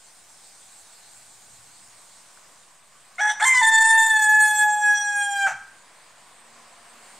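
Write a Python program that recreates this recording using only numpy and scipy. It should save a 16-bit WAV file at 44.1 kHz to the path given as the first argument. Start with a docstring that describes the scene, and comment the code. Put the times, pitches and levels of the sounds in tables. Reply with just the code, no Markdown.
"""Under trees, a rooster on a gate post crows once: a short hoarse syllable, a climb in steps, then a
long clear note that sinks and breaks into a rasp. The voice is a stack of partials, each smeared into
a noise band where hoarse; sparse echoes from trunks and leaves scatter it. Shaped noise makes the
leaf hiss, the far traffic drone and the wind on the ports; wavering tones are far engines, and
decaying sines are ticking twigs."""
import sys
import numpy as np
from scipy import signal
from scipy.fft import rfft, irfft, next_fast_len
from scipy.io import wavfile
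from scipy.ndimage import uniform_filter1d

SR = 44100
rng = np.random.default_rng(int(sys.argv[2]) if len(sys.argv) > 2 else 0)


def master(y):
    """Save y as 16-bit WAV."""
    cut = np.clip(np.atleast_2d(y).T, -1, 1)
    pcm = np.round(cut * 32767)  # scale
    wavfile.write(sys.argv[1], SR, pcm.astype(np.int16))


N = 317079
EDGE_HZ = 15725  # top of the band, for the voice and the whole scene

# road and leaves over time, before patchiness: t/s, road level/dB, tyre drone centre f/Hz, leaves level/dB
YARD = [(0, -63.5, 910, -57.5), (.8, -62, 890, -54.5), (1.5, -62, 900, -56), (2.4, -60.5, 990, -57),
        (2.8, -63, 1040, -62), (3.15, -60, 1095, -60), (5.85, -59, 970, -61.5), (6.8, -56.5, 1000, -60),
        (7.19, -54.5, 960, -56)]
# the held note stays, slips down, then sinks: t/s, pitch f/Hz
HELD = [(3.616, 890), (3.8, 889), (3.9, 894), (4.08, 891), (4.15, 869), (4.27, 854), (4.34, 858),
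        (4.69, 844), (5.12, 825), (5.35, 804), (5.44, 793), (5.47, 772)]


def amp(db):
    """Decibels to amplitude."""
    return 10 ** (np.asarray(db) / 20)


def evened(x):
    """Scale to an rms of 1."""
    return x / np.sqrt(np.mean(abs(x) ** 2) + 1e-20)


def read(points, hz):
    """Read a (frequency, value) curve along a log frequency axis."""
    f, value = np.transpose(points)
    return np.interp(np.log(hz + 1), np.log(f + 1), value)


def drift(length, width_hz):
    """Complex low-passed noise of power 1 that changes about width_hz times a second."""
    steps = next_fast_len(length // 16 + 2)  # one step every 16 samples
    hz = np.fft.fftfreq(steps, 16 / SR)
    rolloff = 1 + (hz / width_hz) ** 6
    z = (rng.standard_normal(steps) + 1j * rng.standard_normal(steps)) / np.sqrt(rolloff)
    z = np.fft.ifft(z) * steps / np.sqrt(2 * np.sum(1 / rolloff))
    return np.interp(np.arange(length) / 16, np.arange(steps), z)


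def hiss(magnitude, patchy_db):
    """Stereo noise from a bins x frames magnitude, with drifting patches in time and frequency."""
    # left-right likeness of the noise: f/Hz, likeness [0-1]
    likeness = [(60, 0.68), (150, 1), (380, 0.75), (950, 0.96), (2380, 0.79), (5980, 0.61), (15000, 0.8)]
    bins, frames = magnitude.shape
    a, b, c, d, patches = rng.standard_normal((frames, bins, 5)).T
    patches = uniform_filter1d(patches, size=14, axis=0)
    patches = evened(uniform_filter1d(patches, size=10, axis=1))
    same = np.clip(read(likeness, np.fft.rfftfreq(1024, 1 / SR)), 0, 1)[:, None]
    left = a + 1j * b
    right = same * left + np.sqrt(1 - same ** 2) * (c + 1j * d)
    z = 2 * np.array([left, right]) * magnitude * amp(patchy_db * patches)
    return signal.istft(z, nperseg=1024, noverlap=768)[1][:, :N]


def road(hz, t):
    """Traffic spectrum: a steady shape plus a tyre drone, a broad hump that wanders in frequency."""
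    # colour of the road noise: f/Hz, relative level/dB
    road_colour = [(59, -82), (100, -39), (113, -14), (227, -9), (433, -8.5), (721, -0.5), (923, -7.5),
                   (1130, -1), (1300, -5), (1820, -4.5), (4000, -12), (5200, -14.5), (8800, -120)]
    s, road_db, drone_hz, _ = np.transpose(YARD)
    hump = np.exp(-((hz - np.interp(t, s, drone_hz)) / 130) ** 2)
    shape = amp(read(road_colour, hz) + 5.9 * hump)
    return shape / np.linalg.norm(shape, axis=0) * amp(np.interp(t, s, road_db))


def leaves(hz, t):
    """Rustle spectrum: one fixed colour whose level rises and falls."""
    # colour of the rustle: f/Hz, relative level/dB
    leaf_colour = [(880, -65), (1500, -5), (1720, -17.5), (2310, -10), (2600, -16.5), (4190, -6),
                   (5460, -7), (6260, -5), (8400, 1.5), (11400, -17.5), (15600, -22.5)]
    s, _, _, leaves_db = np.transpose(YARD)
    shape = amp(read(leaf_colour, hz))
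    return shape / np.linalg.norm(shape) * amp(np.interp(t, s, leaves_db))


def wind(hz, t):
    """Wind spectrum: low noise on the ports, a faint floor plus bell-shaped gusts."""
    # colour of the wind: f/Hz, relative level/dB
    wind_colour = [(12, -52), (20, -3), (27, -27), (97, -8), (151, -9), (188, -10.5), (250, -16),
                   (320, -51), (550, -120)]
    # gusts: t/s, peak level/dB, half length/s
    gusts = [(.4, -90, .2), (1.2, -85, .15), (1.602, -74, 0.12), (2.05, -86, .2), (3.21, -87, .1),
             (3.627, -64, 0.18), (4.093, -79, 0.31), (4.646, -80, 0.25), (4.994, -76.5, 0.36),
             (5.52, -65.5, 0.1), (7.1, -90, 0.58)]
    calm_db = -80
    strength = amp(calm_db)
    for at, db, half in gusts:
        strength = strength + amp(db) * np.exp(-((t - at) / half) ** 2)
    shape = amp(read(wind_colour, hz))
    return shape / np.linalg.norm(shape) * strength


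def yard():
    """Road and wind share one stereo noise, their powers added; the rustle leans to the right."""
    hz = np.fft.rfftfreq(1024, 1 / SR)[:, None]
    t = np.arange(N // 256 + 5) * 256 / SR
    rustle = hiss(leaves(hz, t), patchy_db=2.03) * amp([[-.6], [.6]])
    return hiss(np.hypot(road(hz, t), wind(hz, t)), patchy_db=-1.0) + rustle


def engines():
    """Far engines: faint tones, wavering in level and phase, that fade in and out."""
    # engine tones: f/Hz, level/dB, from t/s, to t/s
    hums = [(118, -72, 1, 2.1), (195, -80, 1.7, 2.3), (190, -74, 3.5, 4.3), (229, -70, 6.3, 7.5),
            (703, -69, 6.4, 7.4), (1140, -66, 6.8, 7.1)]
    out = np.zeros(N)
    for hz, db, start, end in hums:
        t = np.arange(start, end, 1 / SR)
        tone = (drift(len(t), 3.3) * np.exp(2j * np.pi * hz * t)).real
        tone = tone * signal.windows.tukey(len(t), .4)
        part = out[round(start * SR):][:len(t)]
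        part += np.sqrt(2) * amp(db) * tone[:len(part)]
    return out


def ticks():
    """Twigs tick: short dry knocks, each a sine that falls 60 dB in 15 ms."""
    # knocks: t/s, peak level/dB, f/Hz
    knocks = [(2.374, -39.5, 1500), (3.157, -41, 7540)]
    out, t = np.zeros(N), np.arange(1000) / SR
    for s, db, hz in knocks:
        out[round(s * SR):][:1000] += amp(db - 60 * t / 0.015) * np.sin(2 * np.pi * hz * t)
    return out


def controls(end_s):
    """The voice jumps between registers: time, pitch, noise shares, half-pitch level and beak ring."""
    # one row a register: start t/s, pitch from f/Hz, pitch to f/Hz, noise share of the two lowest partials
    # [0-1], noise share of the upper ones [0-1, as at partial 7], half-pitch partials against the level the
    # voice spectrum gives at their own frequency/dB, extra beak ring level/dB
    registers = [(3.18, 690, 760, .3, .6, -20, 6), (3.206, 838, 849, .05, .3, -16, 12),
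                 (3.295, 847, 842, .3, .3, -14, 14), (3.398, 680, 740, .5, .75, -25, 0),
                 (3.415, 830, 900, .12, .6, -10, 0), (3.451, 1047, 1032, .03, .28, -16, 6),
                 (3.552, 1010, 996, .008, .25, -7, 6), (3.616, 888, 775, 0, .004, -32, 0),
                 (5.47, 775, 750, .8, 1, -20, 18)]
    # upper noise lingers after a jump and grows with fast slips
    settle_s, slip_hz_per_s = .035, 1400
    start, hz_from, hz_to, low, high, half_db, beak_db = np.transpose(registers)
    t = np.arange(start[0], end_s, 1 / SR)
    row = np.searchsorted(start, t, "right") - 1
    along = (t - start[row]) / np.diff(np.append(start, end_s))[row]
    hz = hz_from[row] + (hz_to - hz_from)[row] * along
    held = (t >= HELD[0][0]) & (t < HELD[-1][0])
    held_hz = np.interp(t, *np.transpose(HELD))
    hz = uniform_filter1d(np.where(held, held_hz, hz), size=180)
    keep = np.exp(-1 / (settle_s * SR))
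    lingering = signal.lfilter([1 - keep], [1, -keep], high[row])
    slip = held * uniform_filter1d(np.gradient(held_hz) * SR, size=2000) / slip_hz_per_s
    high = np.maximum(high[row], lingering) + slip ** 2
    # soften the jumps
    low, *rest = uniform_filter1d([low[row], high, half_db[row], beak_db[row]], size=500, axis=1)
    return t, hz, np.clip(low, 0, 1), *rest


def partial_gains(t, hz, beak_db):
    """Windpipe, beak and effort set the level of each partial and of those halfway between."""
    # windpipe and beak: f/Hz, level/dB
    throat = [(2100, 2), (2420, -19), (2660, -32), (3000, -14.5), (3250, 0.5), (3550, 1), (4000, -20),
              (4400, -8.5), (4900, -18.5), (5300, -19), (5600, -12), (5810, 2), (5960, -16), (6300, -18),
              (6700, -16.5), (7200, -3), (7700, -6.5), (8900, -8.5), (9800, -28.5), (11800, -30),
              (15500, -37)]
    # first syllable, climb, held note, rasp: t/s, effort as 2nd partial level/dB,
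    # 1st partial level/dB, middle partials level/dB, treble level/dB
    effort = [
        [(3.18, -39, -43, -63, -63), (3.196, -24.5, -30, -35, -42), (3.21, -21.5, -26, -41, -40),
         (3.262, -16.5, -24.5, -42, -36.5), (3.308, -22, -30, -34, -35), (3.345, -51, -38, -44, -41)],
        [(3.398, -28.5, -46, -47, -38.5), (3.426, -16.5, -15.5, -28, -27.5), (3.476, -19.5, -27, -30.5, -18.5),
         (3.53, -9, -35, -31, -21.5), (3.542, -17, -23.5, -23.5, -28), (3.588, -16.5, -26.5, -24.5, -25.5),
         (3.62, -19.5, -16.5, -32, -27)],
        [(3.64, -16, -18, -28.5, -21.5), (3.68, -14.5, -20, -27.5, -24.5), (4.022, -13.5, -17, -35, -22.5),
         (4.102, -16.5, -25, -33.5, -27.5), (4.238, -15, -22.5, -34, -23), (4.29, -16, -24, -41, -28),
         (4.334, -15.5, -22, -34.5, -26), (4.38, -14.5, -24.5, -42.5, -27), (4.41, -14.5, -23.5, -35, -22),
         (4.576, -18.5, -28, -34.5, -23), (4.628, -13.5, -25, -35, -24), (4.662, -20.5, -20, -42.5, -30.5),
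         (4.804, -28, -25, -46.5, -32), (4.844, -18.5, -27, -41, -27), (4.904, -19, -23.5, -44.5, -29.5),
         (4.96, -21.5, -29, -31.5, -32), (5.126, -26.5, -29, -41, -37), (5.166, -19.5, -28, -51, -25.5),
         (5.222, -17.5, -31, -35.5, -31), (5.288, -33, -26.5, -41.5, -34.5), (5.428, -19, -27, -30.5, -32),
         (5.45, -18.5, -23, -34, -37.5)],
        [(5.48, -21, -25, -39.5, -34.5), (5.54, -40, -45, -52, -49)],
    ]
    # partials follow the effort, then the middle level, then the treble level: corners f/Hz
    middle_hz = (2800, 3100, 5000, 6800)
    beak_hz, beak_width_hz = 6000, 550
    s, *levels = np.concatenate(effort).T
    second_db, first_db, middle_db, treble_db = (np.interp(t, s, c) for c in levels)
    # the bird draws breath between the first syllable, which dies over 8.4 ms, and the climb
    voiced = np.clip((3.345 - t) / 0.0084, 0, 1) + (t > 3.398)
    k = np.arange(1, 21, 1 / 2)[:, None]  # partial numbers with their half steps
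    middle = np.interp(k * hz, middle_hz, (0, 1, 1, 0))
    bright = np.interp(k * hz, middle_hz, (0, 0, 0, 1))
    level_db = (1 - middle - bright) * second_db + middle * middle_db + bright * treble_db
    ring_db = beak_db * np.exp(-((k * hz - beak_hz) / beak_width_hz) ** 2)
    gain = amp(read(throat, k * hz) + level_db + ring_db)
    # partials 1, 1.5 and 2 bypass the throat curve
    gain[:3] = amp([first_db, (first_db + second_db) / 2, second_db])
    return abs(uniform_filter1d(gain * voiced * (k * hz < EDGE_HZ), size=200, axis=1))


def rooster():
    """Partials of the syrinx membranes; hoarseness smears each one into a noise band."""
    # the tremble is strongest where the held note starts, then calms down; scaled per partial below
    flutter_share, flutter_hz, flutter_fade_s = 0.33, 48.6, 0.77
    fading_db, fading_hz = 4.5, 2.5  # the top partials slowly come and go (dB rms, rate)
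    t, hz, low, high, half_db, beak_db = controls(end_s=5.54)
    gain = partial_gains(t, hz, beak_db)
    calming = np.exp(-abs(t - HELD[0][0]) / flutter_fade_s)
    flutter = flutter_share * calming * drift(len(t), flutter_hz).real
    turns = np.cumsum(hz * (1 + .0007 * drift(len(t), 30).real)) / SR  # slight pitch jitter
    cycle, half_cycle = np.exp(2j * np.pi * turns), np.exp(1j * np.pi * turns)
    voice, partial = np.zeros(len(t)), np.ones(len(t))
    for n, (g, between) in enumerate(zip(gain[::2], gain[1::2]), 1):
        partial = partial * cycle * np.exp(2j * np.pi * rng.random())
        rough, sway = low, 1
        if n >= 3:
            # moving head and leaves make the upper partials swell and fade on their own
            loose = min(0.068 * n, .92)
            rough = np.clip(high * (n / 7) ** 3.1, low, 1)
            sway = np.sqrt(1 - loose) + np.sqrt(loose) * drift(len(t), 16.5)
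        fading = np.interp(n, (2, 4, 9, 13), (0, .3, .3, 1))
        g = g * amp(fading_db * fading * np.sqrt(2) * drift(len(t), fading_hz).real)
        tone = np.sqrt(1 - rough) * sway + np.sqrt(rough) * drift(len(t), min(130 * n, 400))
        # every other membrane cycle is slightly weaker: faint lines between the partials
        half = amp(half_db) * between * (0.45 + 0.4 * drift(len(t), 22)) * half_cycle
        voice += ((g * tone + half) * partial).real * (1 + min(0.38 * n, 1.5) * flutter)
    out = np.zeros(N)
    out[round(t[0] * SR):][:len(t)] = np.sqrt(2) * voice * signal.windows.tukey(len(t), .004)
    # a small throat radiates no bass
    return signal.sosfilt(signal.butter(4, 600, "high", fs=SR, output="sos"), out)


def trees(x):
    """Sparse echoes of random sign, each band dying at its own speed; ports differ most in the treble."""
    # decay among the trees: f/Hz, t60/s
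    decay = [(500, 0.1), (800, 0.45), (1600, 0.62), (2400, 0.52), (3500, 0.45), (6000, 0.56), (10000, 0.14)]
    taps = np.zeros((2, SR))
    # one tap at a random place in every 30 samples
    at = np.arange(400, SR - 30, 30) + rng.integers(0, 30, (2, (SR - 401) // 30))
    np.put_along_axis(taps, at, rng.choice([-1., 1.], at.shape), 1)
    hz, t, z = signal.stft(taps, SR, nperseg=256)
    apart = np.clip(hz / 11000, 0, 1)[:, None] ** 2.4
    z = np.array([z[0] + apart * z[1], z[0] - apart * z[1]])
    tail = signal.istft(z * amp(-60 * t / read(decay, hz)[:, None]), SR, nperseg=256)[1]
    return signal.fftconvolve(x[None], tail / np.linalg.norm(tail[0]), axes=1)[:, :N]


def scene():
    """Direct and scattered call, its treble leaning right, over yard, engines and ticks."""
    # the treble of the call favours the right port: f/Hz, left-right level/dB
    side_db = [(3500, 0), (5500, -1), (7500, -3), (9500, -2), (12000, 0)]
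    direct_db, trees_db = -1.94, -14.5
    bird, size = rooster(), next_fast_len(N)
    heard = amp(direct_db) * bird + amp(trees_db) * trees(bird)
    lean = read(side_db, np.fft.rfftfreq(size, 1 / SR)) / 2
    heard = irfft(rfft(heard, size) * amp([lean, -lean]), size)[:, :N]
    return heard + yard() + engines() + ticks()


def record(dry):
    """A slightly lopsided capsule turns loudness changes into rumble; offset and band limit follow."""
    rumble = signal.lfilter(*signal.butter(2, [22, 60], "band", fs=SR), dry ** 2)
    bent = dry + 0.11 * rumble - .0009  # constant offset
    band_limit = signal.firwin(511, EDGE_HZ, window=("kaiser", 9), fs=SR)
    return signal.oaconvolve(bent, band_limit[None], "same")


dry = scene()
out = record(dry)
master(out)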